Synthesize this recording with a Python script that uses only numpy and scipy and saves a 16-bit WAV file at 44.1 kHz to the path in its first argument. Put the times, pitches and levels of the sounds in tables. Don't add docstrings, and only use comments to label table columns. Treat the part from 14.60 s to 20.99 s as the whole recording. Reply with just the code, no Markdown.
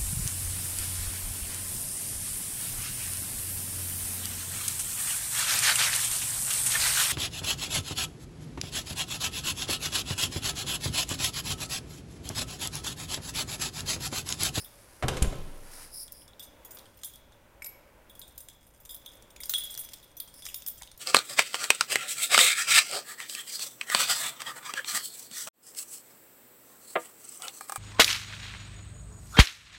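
import sys
import numpy as np
from scipy import signal
from scipy.fft import rfft, irfft, next_fast_len
from scipy.io import wavfile
from scipy.ndimage import uniform_filter1d

SR = 44100
rng = np.random.default_rng(int(sys.argv[2]) if len(sys.argv) > 2 else 0)


def output_pcm(signal):
    pcm = np.clip(np.atleast_2d(signal).T, -1, 1) * 32767
    wavfile.write(sys.argv[1], SR, np.round(pcm).astype(np.int16))


N = 281799


def amp(db):
    return 10 ** (np.asarray(db) / 20)


def unit(x):
    return x / np.sqrt(np.mean(x ** 2) + 1e-20)


def strike(x):
    return x / np.sqrt(np.mean(x[:SR // 100] ** 2) + 1e-20)


def along(points, hz):
    f, v = np.transpose(points)
    return np.interp(np.log(hz + 1), np.log(f + 1), v)


def curve(rows):
    return np.interp(np.arange(N) / SR, *np.transpose(rows))


def fade(t60):
    return np.exp(-np.log(1000) * np.arange(SR) / SR / max(t60, 1e-3))


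def add(track, s, sound):
    start = max(round(s * SR), 0)
    track[start:start + len(sound)] += sound[:max(N - start, 0)]


def colour(x, spectrum):
    gain = amp(along(spectrum, np.fft.rfftfreq(len(x), 1 / SR)))
    return unit(irfft(rfft(x) * gain, len(x)))


def noise(spectrum, size=N):
    return colour(rng.standard_normal(size), spectrum)


def ring(modes, t60, scatter_db=0):
    hz = np.fft.rfftfreq(SR, 1 / SR)
    response = np.zeros(len(hz))
    for centre, width, db in modes:
        level = amp(db + scatter_db * rng.normal())
        response += level / (1 + ((hz - centre) / max(width, 2)) ** 2)
    random_phase = np.exp(2j * np.pi * rng.random(len(hz)))
    return unit(irfft(response * random_phase, SR)) * fade(t60)


def strokes(rows, rise, fall):
    t = np.arange(N) / SR
    levels = []
    for start, length, db in rows:
        before = np.maximum(start - t, 0)
        after = np.maximum(t - start - length, 0)
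        levels.append(db - rise * before - fall * after)
    return amp(np.max(levels, axis=0))


# f/Hz, level/dB
RUMBLE_SPECTRUM = [(12, -1), (20, -6), (49, 1.5), (61, 2), (76, -8), (102, -4), (173, -11.5), (296, -19),
                   (350, -23), (460, -29), (770, -120)]
# f/Hz, level/dB
HISS_SPECTRUM = [(120, -17), (200, -2.5), (300, 1), (420, -2.5), (570, 4.5), (720, -4), (950, -1.5),
                 (1200, -7), (1500, -5.5), (1800, -9), (2250, -9), (3000, -13.5), (4200, -20.5),
                 (8000, -20.5), (12200, -20), (16000, -22)]
# t/s, level/dB
HISS_LEVEL = [(0, -61.5), (.5, -59), (1.15, -56), (1.45, -63), (2.2, -56.5), (2.36, -63.5), (3.1, -59.5),
              (3.6, -60.5), (4.05, -66.5), (4.6, -60), (6.39, -65)]


def hallway():
    rumble = amp(-61.5) * noise(RUMBLE_SPECTRUM)
    hiss = amp(curve(HISS_LEVEL)) * noise(HISS_SPECTRUM)
    return rumble + hiss


# f/Hz, t60/s
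WALL_DECAY = [(100, 0.69), (250, 1.0), (500, 0.72), (1500, 0.78), (4000, 0.98), (9000, 0.26), (16000, 0.44)]


def room(x):
    hz, t, z = signal.stft(rng.standard_normal(SR), SR, nperseg=256)
    decay = np.exp(-np.log(1000) * t / along(WALL_DECAY, hz)[:, None])
    tail = signal.istft(z * decay, SR, nperseg=256)[1]
    delayed = np.pad(tail / np.linalg.norm(tail), (SR // 200, 0))
    return signal.fftconvolve(x, delayed)[:N]


# start t/s, length t/s, level/dB
SLEEVE_STROKES = [(0, 1.0, -60), (1.14, .1, -50), (1.5, .03, -67), (2.18, 0.13, -70)]
# f/Hz, level/dB
CLOTH_SPECTRUM = [(410, -56), (700, 0), (747, -5), (1090, -3), (1770, -1.5), (3370, -8), (4860, -2.5),
                  (7490, -5.5), (10700, 1), (16000, -18)]
# start t/s, length t/s, level/dB
SWISH_STROKES = [(0, .025, -47), (1.14, 0.11, -52.5), (1.345, 0.087, -42), (1.53, 0.098, -55),
                 (5.76, 0.083, -54)]
# f/Hz, level/dB
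RIB_SPECTRUM = [(3000, -33), (4500, -14), (5000, 2), (5400, -0.5), (6200, -24), (8500, -14), (9700, 2.5),
                (11000, -3.5), (12500, -10), (16000, -14)]
SLEEVE_RISE_DB_PER_S, SLEEVE_FALL_DB_PER_S = 87, 140
SWISH_RISE_DB_PER_S, SWISH_FALL_DB_PER_S = 457, 330


def grain():
    return amp(1.74 * unit(uniform_filter1d(rng.standard_normal(N), size=180)))


def sleeve():
    brush_gain = strokes(SLEEVE_STROKES, SLEEVE_RISE_DB_PER_S, SLEEVE_FALL_DB_PER_S)
    swish_gain = strokes(SWISH_STROKES, SWISH_RISE_DB_PER_S, SWISH_FALL_DB_PER_S)
    brush = brush_gain * noise(CLOTH_SPECTRUM) * grain()
    swish = swish_gain * noise(RIB_SPECTRUM) * grain()
    return brush + swish


# t/s, f/Hz, starting peak level/dB, t60/s
AIR_SWAYS = [(0.621, 56, -12, 0.11), (0.674, 28, -18, 0.14), (0.785, 19, -31, 1.34)]


def pressure():
    out, t = np.zeros(N), np.arange(SR) / SR
    for s, hz, db, t60 in AIR_SWAYS:
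        add(out, s, -amp(db) * np.sin(2 * np.pi * hz * t) * fade(t60))
    return out


# t/s, latch crack level/dB, wood knock level/dB, panel boom level/dB, crack t60/s
DOOR_BLOWS = [(.425, -30.5, -19.5, -37, 0.1), (.435, -45, -18.5, -21, .04),
              (0.4825, -16, -24.5, -27, 0.058), (.534, -36, -32.5, -35, 0.29),
              (.569, -26.5, -35, -30.5, 0.09), (.621, -26.5, -29, -24.5, 0.13),
              (.645, -53, -28.5, -26.5, .1), (.725, -41, -33.5, -29, 0.2)]
# f/Hz, half-width/Hz, relative level/dB
PANEL_MODES = [(123, 12.4, 6), (164.6, 18, 5.5), (244, 6.3, 0.5), (291, 28, -0.5), (375, 25, 1),
               (477, 50, 5), (546, 8.2, -27), (600, 5.9, -38), (760, 37, -1.5), (1045, 72, -2),
               (1317, 26, -2), (1460, 64, -30)]
# f/Hz, level/dB
WOOD_SPECTRUM = [(60, -11), (250, -7.5), (400, -4), (520, 1.5), (780, 2.5), (1000, -9.5), (1450, -6.5),
                 (2500, -13), (5000, -26.5), (12000, -60)]
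# f/Hz, level/dB
BOOM_SPECTRUM = [(20, 5), (60, 5), (120, 2.5), (170, -4), (230, -10), (600, -8), (2000, -80)]
# f/Hz, level/dB
LATCH_SPECTRUM = [(300, -53), (1000, 0.5), (1500, 0.5), (3000, 0), (5000, -6), (9000, -7.5), (12000, -14),
                  (16000, -36)]
# f/Hz, level/dB
SNAP_SPECTRUM = [(500, -22), (1400, -26.5), (2300, 9), (4200, -9), (6000, -5.5), (8000, 5), (10500, 4),
                 (13000, -8), (16000, -22)]


def door():
    out = np.zeros(N)
    for s, crack_db, knock_db, boom_db, crack_t60 in DOOR_BLOWS:
        crack = strike(noise(LATCH_SPECTRUM, size=SR) * fade(crack_t60))
        knock = strike(noise(WOOD_SPECTRUM, size=SR) * fade(0.059))
        leaf = amp(-9.0) * ring(PANEL_MODES, t60=1.0)
        boom = noise(BOOM_SPECTRUM, size=SR) * fade(0.27)
        add(out, s, amp(crack_db - 11) * crack)
        add(out, s, amp(knock_db - 10.5) * (knock + leaf))
        add(out, s, amp(boom_db - 4.0) * boom)
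    snap_decay = fade(0.021) + amp(-40) * fade(0.031)
    add(out, .625, amp(-27.5) * strike(noise(SNAP_SPECTRUM, size=SR) * snap_decay))
    return out + amp(-9.0) * room(out)


# t/s, level/dB, f/Hz
SHORT_TICKS = [(1.619, -60.5, 3200), (1.734, -59, 3700), (3.021, -41, 2240), (3.063, -52.5, 2170),
               (4.763, -56, 2390), (4.804, -50, 2220), (4.834, -44, 5000), (4.896, -54.5, 1510),
               (4.937, -47.5, 1580), (4.938, -33, 3690), (5.601, -46, 4600), (5.603, -36.5, 13800),
               (5.865, -51, 3050), (5.888, -48, 2800), (5.9, -53, 2780), (6.214, -56.5, 2070),
               (6.217, -52, 920)]


def taps():
    out = np.zeros(N)
    for s, db, hz in SHORT_TICKS:
        add(out, s, amp(db) * strike(ring([(hz, 0.076 * hz, 0)], t60=0.025)))
    return out


def tick(t60):
    hz = np.linspace(500, 16000, 26)
    ripple_db = 5.5 * rng.standard_normal(len(hz))
    return noise(np.transpose([hz, ripple_db]), size=SR) * fade(t60)


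KNOCK_DB, KNOCK_PER_BRIGHT = -36.5, -0.45


def metal(contacts, modes, pitches, crack_t60, chatter_db, chatter_t60, ring_t60, scatter_db):
    # clink, knock, bending and sparkle bands (Hz)
    registers = [(4600, 10000), (900, 2800), (3100, 3900), (10500, 15800)]
    filters = [signal.butter(3, edges, "band", fs=SR, output="sos") for edges in registers]
    out, half = np.zeros(N), SR // 2
    for s, db, bright_db, flex_db, ring_db in contacts:
        piece = np.array(modes) * [rng.choice(pitches), 1, 1]
        bounces = unit(np.repeat(rng.exponential(size=SR // 60) ** 2, 60))
        chatter = amp(chatter_db) * bounces * tick(chatter_t60)
        contact = tick(crack_t60) + chatter
        ringing = amp(ring_db - 2) * ring(piece, ring_t60, scatter_db)
        hit = (contact + ringing) * (1 - fade(0.0088))
        clink, knock, bend, sparkle = (strike(signal.sosfilt(sos, hit[:half])) for sos in filters)
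        knock_gain = amp(KNOCK_DB + KNOCK_PER_BRIGHT * bright_db)
        body = amp(-16.5) * clink + knock_gain * knock + amp(flex_db - 9.5) * bend
        top = amp(bright_db - 6) * sparkle * fade(1.0)[:half]
        add(out, s, amp(db) * (body + top))
    return out


# t/s, strength level/dB, brightness level/dB, flex level/dB, ring share level/dB
STEEL_CLICKS = [(3.021, -31, -14, -34, 2), (3.044, -26.5, -9, -27, 1), (3.061, -32, -8.5, -35, -5),
                (3.065, -35, 2.5, -31, -7)]
# f/Hz, half-width/Hz, relative level/dB
STEEL_MODES = [(2280, 24, -15), (5230, 2.9, -3), (6880, 12, -30), (8484, 13, -13), (9800, 11, -14),
               (11800, 8.7, 15.5), (11870, 56, -8), (12700, 25, -14)]


def steel():
    return metal(STEEL_CLICKS, STEEL_MODES, [1], crack_t60=0.016, chatter_db=-25, chatter_t60=0.062,
                 ring_t60=0.11, scatter_db=-0.5)


# start t/s, length t/s, rubbing level/dB
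FINGER_WORK = [(2.13, 0.08, -66), (2.357, 0.09, -63.5), (3.545, .65, -69), (4.285, 0.28, -62.5),
               (4.905, 0.24, -53.5), (5.198, 0.075, -52), (5.38, .14, -66.5), (5.792, 0.11, -58.5),
               (6.129, 0.076, -60)]
HANDLING_RISE_DB_PER_S, HANDLING_FALL_DB_PER_S = 302, 130
TOUCHES_PER_S, TOUCH_OVER_RUB_DB, TOUCH_SCATTER_DB = 9, 9, 2
TOUCH_BRIGHT_DB, TOUCH_FLEX_DB, TOUCH_RING_DB = 1, -13, -20


def light_touches():
    rows = []
    for start, length, db in FINGER_WORK:
        typical = [db + TOUCH_OVER_RUB_DB, TOUCH_BRIGHT_DB, TOUCH_FLEX_DB, TOUCH_RING_DB]
        for _ in range(round(length * TOUCHES_PER_S)):
            s = start + length * rng.random()
            rows.append((s, *rng.normal(typical, TOUCH_SCATTER_DB)))
    return rows


JOSTLE_DB, JOSTLE_PER_FLEX, JOSTLE_RISE_S, JOSTLE_T60 = -21, 0.75, 0.0099, 0.31


def jostle():
    energy = strokes(FINGER_WORK, HANDLING_RISE_DB_PER_S, HANDLING_FALL_DB_PER_S) ** 2
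    settle = (1 - fade(JOSTLE_RISE_S)) * fade(JOSTLE_T60)
    for s, db, _, flex_db, _ in KEY_CLINKS:
        stir = amp(db + JOSTLE_DB + JOSTLE_PER_FLEX * flex_db) * settle
        add(energy, s, stir ** 2)
    return np.sqrt(energy)


# f/Hz, level/dB
RUB_SPECTRUM = [(700, -15.5), (2000, -2), (2900, 1), (3500, -8.5), (4300, -7), (5200, 4), (7000, -2),
                (9500, -2), (14000, -5), (16000, -21)]
KEY_SCATTER_DB = 5


def rubbing_key():
    touches = (rng.random(N) < 45 / SR) * rng.standard_normal(N)
    response = tick(0.015) + amp(-5.5) * ring(BRASS_MODES, t60=0.071, scatter_db=KEY_SCATTER_DB)
    return signal.fftconvolve(touches, response)[:N]


def patter():
    rubbing = sum(rubbing_key() for _ in range(6))
    return jostle() * colour(rubbing, RUB_SPECTRUM)


# t/s, strength level/dB, brightness level/dB, flex level/dB, ring share level/dB
KEY_CLINKS = [(.045, -51.5, 12, 6, -17), (1.479, -39, -16, -7.5, -23), (1.521, -36, 0.5, -30, -59),
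              (1.678, -40.5, -18, -9.5, -19), (1.7948, -33, -9, -4.5, -10), (1.825, -35.5, -8, -13, -4),
              (1.843, -41, -13, -24, -24), (2.048, -38.5, -1.5, -12, -7), (2.107, -34, -7, -22, -3),
              (2.146, -45.5, 4, -26, -2), (2.17, -37, -36, -8, -22), (2.186, -37.5, -9, -9, -17),
              (2.255, -45.5, -22, -5, -24), (2.4333, -26, -16, -9.5, -9), (2.445, -28, -4, -18, -3),
              (2.5353, -43, -7, -1, -6), (2.557, -41, -6, -12, -22), (2.721, -49.5, -22, -5, -21),
              (3.496, -46, -3.5, 1, -11), (3.552, -44.5, -5, -3, -15), (3.593, -39, 0.5, -33, -18),
              (3.615, -36, -13, -3.5, -11), (3.678, -43, -6.5, -12, -7), (3.778, -32, -4, -18, -17),
              (3.804, -36, -5, -18, -6), (3.885, -32.5, -15, -9, -20), (3.898, -52, -10, 3, -14),
              (4.066, -50, -4, -17, -8), (4.201, -48.5, -1, -19, -1), (4.2511, -35, -9.5, -16, -12),
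              (4.291, -35, -6.5, -3.5, 1), (4.307, -33, -5, -9, -1), (4.345, -37, 2, -11, -17),
              (4.46, -35.5, -7, -1, -16), (4.623, -40.5, -15, -20, -29), (4.704, -42, -11, -11, -16),
              (4.761, -35.5, -19, -11, -14), (4.803, -31.5, -5.5, -12, -1), (4.834, -25.5, -14, -15.5, -7),
              (4.856, -36, 1, -9, -22), (4.8946, -16, -6.5, -18.5, -11.5), (4.9363, -18.5, -14, -5, -5),
              (4.978, -22.5, -4.5, -31, 3), (5.036, -32, 0, -8, -6), (5.105, -33, -4, -20, 6),
              (5.141, -30, -8, -38, -22), (5.175, -24.5, -8, -26, -8), (5.191, -30, 0, -16, 7),
              (5.3336, -28.5, -10, -12, -21), (5.428, -49, -4, -0.5, -8), (5.568, -35, -3, -12, -5),
              (5.601, -29, -2.5, -9.5, -20), (5.676, -37.5, -34, -10, -5), (5.74, -37.5, -10, -28, -16),
              (5.821, -40, -17, -2, -19), (5.8527, -25.5, -13, -12.5, -9), (5.8638, -24.5, -31, -16, -12),
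              (5.886, -35.5, -3, -19, 1), (5.943, -22.5, -9, -14, -18), (5.957, -39.5, 5.5, -23, 9),
              (6.021, -33, -14, -11, -14), (6.063, -24, -9.5, -37, -14), (6.0738, -34.5, 8, -9, 4),
              (6.0834, -26, -3.5, -22, -31), (6.098, -44, 10, -19, -11), (6.177, -36.5, -14, -16, 2),
              (6.2203, -28.5, -17, -14, -23), (6.2312, -35.5, -16, -11, -24), (6.273, -44, -17, -1, -21),
              (6.314, -37, -18, -14, -22), (6.376, -40.5, -4.5, -17, -17)]
# f/Hz, half-width/Hz, relative level/dB
BRASS_MODES = [(3315, 25, 2), (3420, 55, 1), (3650, 70, -3), (5017, 70, -9), (6030, 150, -12),
               (6790, 40, -9), (7500, 250, -11), (8660, 110, -2), (9358, 40, -1), (9755, 80, -8),
               (10370, 60, -6), (11045, 40, 1), (11870, 90, -8), (12170, 70, 1), (13526, 120, -6),
               (13823, 40, 3), (15240, 70, -1)]
KEY_PITCHES = [1, 1, 1, 1, .985, 1.01]


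def bunch():
    return metal(KEY_CLINKS + light_touches(), BRASS_MODES, KEY_PITCHES, crack_t60=0.014,
                 chatter_db=-12.5, chatter_t60=0.054, ring_t60=0.15, scatter_db=KEY_SCATTER_DB)


def keys():
    out = bunch() + steel() + taps() + patter()
    return out + amp(-11) * room(out)


def scene():
    return (hallway() + sleeve() + pressure() + door() + keys())[None]


def record(dry):
    size = next_fast_len(N + SR)
    passed = np.fft.rfftfreq(size, 1 / SR) < 15850
    return irfft(rfft(dry, size) * passed, size)[..., :N]


dry = scene()
out = record(dry)
output_pcm(out)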